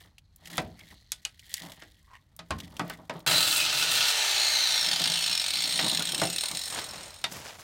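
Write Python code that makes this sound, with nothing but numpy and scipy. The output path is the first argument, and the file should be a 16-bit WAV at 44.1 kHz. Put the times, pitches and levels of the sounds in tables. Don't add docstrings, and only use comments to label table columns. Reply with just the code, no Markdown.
import sys
import numpy as np
from scipy import signal
from scipy.fft import rfft, irfft, next_fast_len
from scipy.io import wavfile
from scipy.ndimage import uniform_filter1d, map_coordinates

SR = 44100
rng = np.random.default_rng(int(sys.argv[2]) if len(sys.argv) > 2 else 0)


def unload_wav(signal):
    wavfile.write(
        sys.argv[1],
        SR,
        np.round(np.clip(np.atleast_2d(signal).T, -1, 1) * 32767).astype(np.int16),
    )


N = 336474
TIME = np.arange(N) / SR
CUT_START_S, CUT_END_S, SWITCH_OFF_S, PUT_DOWN_S = 3.264, 3.985, 4.08, 7.25
LOADED_SPEED, FREE_SPEED = 201, 228.8


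# start in seconds, boom, clang, crack and sizzle in dB, accent ring in Hz.
PANEL_HITS = [(0.58, -33.5, -26, -31.5, -34, 740), (1.119, -71, -55, -37.5, -28.5, 3500),
              (1.2509, -81, -48.5, -31.5, -32, 2900), (1.541, -88, -79, -43, -29.5, 1890),
              (1.821, -55.5, -50, -49, -63, 1710), (2.391, -58, -45, -43, -54, 1240),
              (2.507, -40.5, -29, -37.5, -40, 1070), (2.795, -35.5, -28, -45, -42.5, 1260),
              (2.899, -63, -37, -41.5, -54, 1530), (3.096, -41.5, -32.5, -40, -50, 572),
              (5.791, -53, -31, -24.5, -72, 2000), (6.005, -48, -35.5, -50, -39, 1440),
              (6.217, -29.5, -25.5, -58, -34, 753), (6.434, -68, -37.5, -45, -59, 960),
              (7.241, -50, -32.5, -25.5, -36, 3630)]
# low and high edge in Hz, attack t60 in seconds,
# tail level in dB, tail t60 in seconds, grit in the tail in dB.
HIT_REGISTERS = [(75.5, 520, 0.2, 8, 0.37, -6.5), (504, 2200, 0.093, -18, 0.22, 0),
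                 (1800, 4870, 0.032, -9.5, 0.14, -18), (4000, 9600, 0.0086, -20, 0.11, -13.5)]
# pitch in Hz, width in Hz, lift in dB.
SHEET_MODES = [(138, 20, 2.5), (170.8, 5.8, 14), (236, 45, -5), (285.7, 4.9, 3.5), (316, 11, 4),
               (635, 58, 0.5), (775, 8.8, 0.5), (904, 27, -2.5), (1480, 8.5, 1)]

def panel_hits(ring_db=10, ring_q=22):
    out, age = np.zeros(N), TIME[:SR // 2]
    loose_edges = amp(1.3 * waver(200))
    for s, *levels_db, ring_hz in PANEL_HITS:
        start = int(s * SR)
        modes = [(hz, hz / 60, 0) for hz in np.geomspace(400, 5000, 14) * rng.uniform(.9, 1.1, 14)]
        modes.append((ring_hz, ring_hz / ring_q, ring_db / (1 + (ring_hz / 1700) ** 2)))
        for db, (low, high, attack_t60, tail_db, tail_t60, grit_db) in zip(levels_db, HIT_REGISTERS):
            grit = 1 + amp(grit_db) * rng.standard_normal(len(age))
            rattle = np.roll(loose_edges, -start)[:len(age)] * grit
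            envelope = amp(-60 * age / attack_t60) + amp(tail_db - 60 * age / tail_t60) * rattle
            burst = bandpass(envelope * rng.choice([-1, 1], len(age)), low, high)
            ring = resonate(burst, SHEET_MODES + modes)
            attack_rms = np.std(ring[:int(0.0099 * SR)])
            out[start:start + len(age)] += amp(db) * ring[:N - start] / attack_rms
    return out


# start in seconds, level in dB.
SHEET_THUMPS = [(0.58, -40), (2.506, -35)]

def thumps(t60=0.68):
    s, db = np.transpose(SHEET_THUMPS)
    rumble = colour(noise(), [(40, -14), (78, 9.5), (105, 0), (200, 3.5), (290, -7)])
    return fade(clicks(s, amp(db)), t60) * rumble


# peak, rise and fall in seconds, rust level in dB, wobble level in dB.
SHEET_BENDS = [(0.01, 0.077, 0.085, -51.5, -49.5), (0.55, 0.1, 0.12, -42.5, -43.5),
               (0.91, 0.23, 0.11, -55, -55.5), (1.25, 0.66, 0.5, -65, -78), (1.57, 0.18, 0.37, -45, -65),
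               (1.665, 0.063, 0.12, -60, -40), (2.63, 0.17, 0.16, -52.5, -49),
               (2.92, 0.36, 0.18, -53.5, -44), (3.15, 0.058, 0.12, -54.5, -44),
               (4.96, 0.29, 0.66, -71, -43.5), (5.87, 0.25, 0.32, -65, -33.5),
               (6.2, 0.99, 0.093, -56, -40.5), (6.54, 0.14, 0.096, -70.5, -41.5)]

def bending():
    flaking, flexing = swells(SHEET_BENDS)
    return flaking * rust_crackle() + seam_slips() + flakes() + creaks() + flexing * wobble()


# frequency in Hz, relative level in dB.
RUST_EQ = [(300, -35.5), (1250, -23), (1900, 5.5), (2500, -9), (3300, 0.5), (5500, -8), (16000, -14.5)]

def rust_crackle():
    crumbs = grains(per_s=200, spread_db=3.5, t60=.02) + amp(-11) * noise()
    for low, high in [(300, 2400), (2400, 5200), (5200, 16000)]:
        crumbs += bandpass(grains(per_s=180, spread_db=4.5, t60=0.028), low, high)
    return colour(crumbs, RUST_EQ)


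# start in seconds, relative level in dB.
SEAM_SLIPS = [(0.182, -45), (0.456, -38), (0.473, -35.5), (0.501, -38.5), (0.531, -39), (0.557, -40),
              (0.792, -43), (0.909, -49), (1.394, -41.5), (1.47, -55), (1.516, -44), (1.596, -41),
              (1.62, -36.5), (1.719, -38.5), (2.587, -39), (2.602, -33), (2.767, -38), (3.203, -46.5)]

def seam_slips(t60=0.037, ring_db=8):
    out, age = np.zeros(N), TIME[:SR // 2]
    for s, db in SEAM_SLIPS:
        burst = rng.standard_normal(len(age)) * amp(-60 * age / t60)
        hz = rng.uniform(1400, 4000)
        tick = resonate(bandpass(burst, 1900, 8000, order=1), [(hz, hz / 6, ring_db)])
        hollow = resonate(burst, [(780, 130, -5)]) - burst
        start = int(s * SR)
        out[start:start + len(age)] += amp(db) * (tick + hollow)
    return out


# start in seconds, relative level in dB.
RUST_FLAKES = [(0.361, -40), (0.571, -29), (1.495, -43), (1.54, -25.5), (2.365, -39.5), (2.603, -50),
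               (2.879, -41), (2.898, -29.5), (3.193, -45)]

def flakes():
    s, db = np.transpose(RUST_FLAKES)
    taps = clicks(s, amp(db))
    burst = (fade(taps, t60=0.012) + amp(-24) * fade(taps, t60=0.1)) * noise()
    return signal.sosfilt(signal.butter(2, 6500, "high", fs=SR, output="sos"), burst)


# peak and half length in seconds, pitch in Hz, level in dB.
FOLD_CREAKS = [(0.808, 0.03, 2140, -45), (0.996, 1.03, 4200, -64.5), (1.648, 0.042, 780, -51),
               (2.129, 0.055, 1070, -49), (2.153, 0.033, 1880, -49), (1.822, 0.032, 1900, -45.5),
               (2.908, 0.057, 1940, -44.5)]

def creaks(slips_per_s=190, q=11):
    times = swings(slips_per_s, slip=0.83)
    drag = fade(clicks(times, rng.random(len(times))), t60=0.019) * noise()
    out = 0
    for s, half_s, hz, db in FOLD_CREAKS:
        ring = resonate(drag, [(hz, hz / q, 27), (1.5 * hz, hz / q, 2)]) - drag
        out += amp(db) * swell(s, half_s, half_s) * unit(ring)
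    return out


# frequency in Hz, relative level in dB.
WOBBLE_EQ = [(70, -17.5), (160, -1.5), (300, -5), (450, -8), (780, -5.5), (1200, -7.5), (3000, -36)]

def wobble():
    return unit(resonate(colour(grains(per_s=140, spread_db=5.0, t60=0.17), WOBBLE_EQ), SHEET_MODES))


# time in seconds, gain on its running noises in dB.
GRINDER_NEARNESS = [(3.26, -11), (3.95, -4), (4.25, 0), (5.0, 1.5), (5.45, 0), (5.77, 0.5), (6.55, -2),
                    (6.85, -9), (7.25, -7)]

def grinder(tight_speed=205, slack_span=70, feeble_speed=36.2, whine_speed=158, whine_span=70):
    speed = spindle_speed()
    turns = np.cumsum(speed) / SR
    halvings = np.log2(FREE_SPEED / speed)
    slack = np.clip((tight_speed - speed) / slack_span, 0, .9)
    near_db, = curves(GRINDER_NEARNESS)
    feeble_db = 11 * np.maximum(np.log2(feeble_speed / speed), 0)
    fan_db = near_db - 26 - 9 * halvings
    bearing_db = near_db - 28.5 - 8 * halvings - 2 * feeble_db
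    whine_db = near_db - 35.5 - 10 * ((speed - whine_speed) / whine_span) ** 2
    rattle, shaking = gear_rattle(speed, turns, near_db - 29.5 - feeble_db)
    chop = np.sqrt(1 - slack + slack * np.abs(shaking))
    fan = np.sqrt(chop) * amp(fan_db) * fan_air()
    rush = chop * amp(bearing_db) * bearing_rush(turns)
    whine = chop * amp(whine_db) * gear_whine(turns, slack)
    hum = amp(fan_db - 25.5) * (1 - slack) * np.sin(4 * np.pi * turns + waver(50))
    roar = steel_echoes(fan + rush + cutting(turns))
    audible = (TIME > CUT_START_S) & (TIME < PUT_DOWN_S)
    return audible * (roar + whine + hum + rattle + chop * singing())


def spindle_speed(breakthrough_s=(3.55, 3.95), friction=42.28, drag_speed=147.58):
    driven = np.interp(TIME, breakthrough_s, [LOADED_SPEED, FREE_SPEED])
    off_s = np.maximum(TIME - SWITCH_OFF_S, 0)
    coasting = drag_speed * np.tan(np.arctan(FREE_SPEED / drag_speed) - friction / drag_speed * off_s)
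    return np.clip(coasting, 1, driven)


# time in seconds, relative grind and spark levels in dB.
CUT_LEVELS = [(3.28, -28, -42), (3.594, -30.5, -41), (3.696, -31.5, -56), (3.798, -29, -43),
              (3.898, -31, -56), (3.91, -32.5, -41), (4.048, -27, -50), (4.08, -22, -37)]
# pitch in Hz, width in Hz, lift per pass in dB.
SLOT_MODES = [(1290, 90, 3.5), (1444, 60, 0), (2580, 180, -13.5), (4030, 80, -12)]
# frequency in Hz, relative level in dB.
GRIND_EQ = [(1500, -4), (2200, -9), (2550, 5.5), (3150, 7.5), (4050, 7.5), (4700, 7), (4950, 4), (6200, -1),
            (8000, -9)]
SPARK_EQ = [(4500, -47), (6500, -1.5), (8300, 3), (10500, -4.5), (16000, -5)]
RING_EQ = [(90, 2.5), (160, -5), (400, -3.5), (700, 0), (1900, 1.5), (2600, -3)]

def cutting(turns, first_bite_s=0.17, lift_s=0.17):
    grind_db, spark_db = curves(CUT_LEVELS)
    ring_db = -42 + 13 * np.exp(-((TIME - CUT_START_S) / first_bite_s) ** 2)
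    bounce = np.sqrt(bursts(swings(80, slip=0.33), uneven_db=6.0, t60=0.047) + 0.53)
    bite = bounce * amp(0.53 * np.sin(2 * np.pi * turns))
    grind = colour(bite * grains(per_s=6400, spread_db=3.0, t60=0.0014), GRIND_EQ)
    for _ in range(2):
        grind = unit(resonate(grind, SLOT_MODES))
    sparks = colour(np.sqrt(bite) * grains(per_s=8900, spread_db=-6.0, t60=0.001), SPARK_EQ)
    ringing = unit(resonate(colour(np.sqrt(bite) * noise(), RING_EQ), SHEET_MODES))
    contact = np.clip(1 - (TIME - CUT_END_S) / lift_s, 0, 1)
    return contact * (amp(grind_db + 2.5) * grind + amp(spark_db + 11) * sparks + amp(ring_db) * ringing)


GEAR_KNOCKS = [4.886, 4.96, 4.996, 5.017, 5.039, 5.057, 5.074, 5.099, 5.119, 5.351, 5.376, 5.441, 5.462,
               5.482, 5.505, 5.973, 5.994, 6.022, 6.053, 6.12, 6.146, 6.3, 6.361, 6.383, 6.435, 6.457,
               6.484, 6.513, 6.571, 7.105, 7.141]
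# frequency in Hz, relative level in dB.
GEAR_EQ = [(250, -21), (750, 1), (1200, -9), (2200, -2.5), (2700, 2), (4000, 4), (4900, 3), (7000, 1.5),
           (9000, 0), (10200, -8.5), (13300, -10.5), (16000, -10)]

def gear_rattle(speed, turns, rattle_db, clash_t60=0.054, knock_t60=0.029, swell_s=0.00055):
    hard = np.array(GEAR_KNOCKS)
    light = swings(np.minimum(31 + 0.38 * speed, 58), slip=.08)
    light = light[np.abs(light[:, None] - hard).min(axis=1) > .016]
    strength = amp(2 * (rattle_db + rng.uniform(-1.5, 1.5, N)))
    bed = 0.11 * amp(2 * rattle_db)
    chatter = fade(clicks(light) * strength * amp(2 * 3.0), clash_t60 / 2) + bed
    knocks = fade(clicks(hard) * strength * amp(2 * 6.5), knock_t60 / 2)
    pole = np.exp(-1 / (swell_s * SR))
    power = signal.lfilter([1 - pole], [1, -pole], chatter * amp(2 * np.sin(4 * np.pi * turns)) + knocks)
    clashes = np.sqrt(power) * noise()
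    ringing = housing(colour(brighten(clashes, speed), GEAR_EQ))
    return np.std(clashes) * unit(ringing), power / uniform_filter1d(power, size=9000)


def brighten(x, speed, above_hz=5400, db_per_halving=3.5, neutral_speed=80):
    treble = signal.sosfiltfilt(signal.butter(2, above_hz, "high", fs=SR, output="sos"), x)
    halvings = np.clip(np.log2(neutral_speed / speed), -1, 1)
    return x + treble * (amp(db_per_halving * halvings) - 1)


# pitch in Hz, width in Hz, nominal lift in dB.
HOUSING_MODES = [(3680, 660, 1.5), (4110, 310, 5.5), (5370, 43, 14.5), (6830, 87, 7.5), (8350, 290, 9.5),
                 (9070, 78, 11.5), (11840, 160, 8), (14450, 260, 9)]

def housing(x, vary_db=4.5):
    for mode in HOUSING_MODES:
        drive = x * amp(vary_db * np.tanh(waver(35)))
        x = x + resonate(drive, [mode]) - drive
    return x


# frequency in Hz, relative level in dB.
FAN_EQ = [(150, -20.5), (470, -14), (700, 3.5), (1100, -4.5), (1400, 1.5), (2700, 3.5), (4500, 3.5),
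          (4950, -6.5), (5800, 3.5), (7500, -6), (16000, -15.5)]

def fan_air(guard_hz=4140):
    modes = [(hz, width, db - 19) for hz, width, db in HOUSING_MODES] + [(guard_hz, 56, 0.94)]
    return unit(resonate(colour(noise(), FAN_EQ), modes))


# multiple of the spindle speed, relative level in dB.
BEARING_ORDERS = [(2, -5.5), (6, -33), (13, 3.5), (20, -16), (23.5, 7), (29, 3), (43, 4.5), (48, 11.5),
                  (57, 2.5), (85, -14), (90, -23)]
# frequency in Hz, relative level in dB.
GUARD_EQ = [(400, -2.5), (900, -9), (1600, -0.5), (2400, 0), (3000, 5.5), (3750, 6), (4150, 6), (4550, 8),
            (4950, -9.5), (9000, -31)]

def bearing_rush(turns, steps_per_turn=360):
    roughness = rng.standard_normal(int(turns[-1] * steps_per_turn) + 2)
    race = colour(roughness, BEARING_ORDERS, steps_per_turn)
    return colour(map_coordinates(race, [turns * steps_per_turn], order=3), GUARD_EQ)


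# multiple of the spindle speed, relative level in dB.
WHINE_ORDERS = [(22.55, -3), (37, 1), (74, -20)]

def gear_whine(turns, slack):
    jitter = 0.26 * waver(55) + 0.46 * slack ** 2 * waver(300)
    return sum(amp(db + 3.5 * waver(70)) * np.sin(2 * np.pi * multiple * turns + jitter)
               for multiple, db in WHINE_ORDERS)


# peak and half length in seconds, pitch and width in Hz, level in dB.
SINGING_SWELLS = [(3.366, 0.09, 4020, 262, -26), (3.607, 0.026, 2540, 251, -30.5),
                  (4.58, 0.17, 4147, 130, -32), (5.39, 0.037, 5370, 160, -31.5)]

def singing():
    out = 0
    for s, half_s, hz, width, db in SINGING_SWELLS:
        envelope = np.exp(-np.minimum(((TIME - s) / half_s) ** 2, 60) / 2)
        out += amp(db) * envelope * unit(bandpass(noise(), hz - width / 2, hz + width / 2))
    return out


def steel_echoes(x, echo_db=-14, sway_s=0.00006, count=6):
    lags_s = rng.uniform(.002, .011, count)
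    echoes = sum(np.interp(TIME - lag - sway_s * waver(3), TIME, x, left=0) for lag in lags_s)
    return (x + amp(echo_db) * echoes) / np.sqrt(1 + count * amp(2 * echo_db))


# peak, rise and fall in seconds, crunch, thud and hiss levels in dB.
SHOE_SCUFFS = [(6.79, 0.16, 0.096, -33.5, -45, -48), (6.96, 0.33, 0.39, -42, -52.5, -80),
               (7.32, 0.014, 0.043, -42.5, -47, -40), (7.37, 0.14, 0.17, -42.5, -46.5, -47),
               (7.46, 0.076, 0.19, -40, -62, -50), (7.61, 0.071, 0.079, -47, -55, -52)]
# frequency in Hz, relative level in dB.
GRAVEL_EQ = [(120, -28), (600, -1.5), (1500, -4.5), (3000, -6.5), (7000, -13), (16000, -36)]

def footsteps():
    crunch, thud, hiss = swells(SHOE_SCUFFS)
    stones = colour(grains(per_s=1100, spread_db=-14.5, t60=0.045), GRAVEL_EQ)
    sand = colour(grains(per_s=2900, spread_db=4, t60=0.0043), [(5000, 1), (16000, -9)])
    heel = colour(noise(), [(90, -0.5), (160, 0.5), (350, -6.0), (800, -12)])
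    return crunch * stones + hiss * sand + thud * heel


# frequency in Hz, relative level in dB.
AIR_EQ = [(36, 6), (80, 10), (180, -5), (420, -21.5), (4000, -31), (16000, -45.5)]

def outdoor_air():
    return amp(-61.5) * colour(noise(), AIR_EQ)


def amp(db):
    return 10 ** (np.asarray(db) / 20)


def unit(x):
    return x / np.sqrt(np.mean(x ** 2) + 1e-20)


def noise():
    return rng.standard_normal(N)


def waver(rate):
    return np.interp(TIME * rate, np.arange(4096), rng.standard_normal(4096))


def curves(rows):
    s, *columns = np.transpose(rows)
    return [np.interp(TIME, s, c) for c in columns]


def swell(s, rise_s, fall_s, shape=0.91):
    coarse = TIME[::64]
    away = np.maximum((s - coarse) / rise_s, (coarse - s) / fall_s)
    return np.interp(TIME, coarse, 10 ** -np.minimum(np.abs(away) ** shape, 10))


def swells(rows):
    return np.sqrt(sum(np.outer(amp(db), swell(s, rise, fall)) ** 2 for s, rise, fall, *db in rows))


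def bandpass(x, low_hz, high_hz, order=2):
    return signal.sosfilt(signal.butter(order, [low_hz, high_hz], "band", fs=SR, output="sos"), x)


def colour(x, spectrum, per_unit=SR):
    f, db = np.transpose(spectrum)
    size = next_fast_len(len(x) + 2048)
    log_f = np.log(np.maximum(np.arange(size // 2 + 1) * per_unit / size, 1e-3))
    beyond = np.abs(log_f - np.clip(log_f, np.log(f[0]), np.log(f[-1])))
    gain = amp(np.interp(log_f, np.log(f), db) - 40 * beyond)
    return unit(irfft(rfft(x, size) * gain, size)[:len(x)])


def resonate(x, modes):
    for hz, width, db in modes:
        r = np.exp(-np.pi * width / SR)
        ring = signal.lfilter([1, 0, -1], [1, -2 * r * np.cos(2 * np.pi * hz / SR), r * r], x + 1e-18)
        x = x + amp(db) * (1 - r * r) / 2 * ring
    return x


def clicks(seconds, heights=None):
    return np.bincount(np.clip(np.round(seconds * SR).astype(int), 0, N - 1), heights, N)


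def fade(taps, t60):
    return signal.lfilter([1], [1, -amp(-60 / (t60 * SR))], taps + 1e-18)


def grains(per_s, spread_db, t60):
    sizes = amp(spread_db * np.minimum(rng.exponential(1, N), 3.5))
    return unit(noise() * np.sqrt(fade((rng.random(N) < per_s / SR) * sizes ** 2, t60 / 2)))


def swings(rate, slip):
    phase = np.maximum.accumulate(np.cumsum(rate * np.ones(N)) / SR + slip * waver(50))
    return np.flatnonzero(np.diff(np.floor(phase)) > 0) / SR


def bursts(seconds, uneven_db, t60):
    heights = amp(2 * rng.uniform(-uneven_db, uneven_db, len(seconds)))
    power = fade(clicks(seconds, heights), t60 / 2)
    return power / (uniform_filter1d(power, size=9000) + 1e-3)


def scene():
    mono = panel_hits() + thumps() + bending() + grinder() + footsteps() + outdoor_air()
    return np.array([mono, mono])


def record(dry):
    return signal.sosfilt(signal.ellip(12, .1, 80, 15900, fs=SR, output="sos"), dry)


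dry = scene()
out = record(dry)
unload_wav(out)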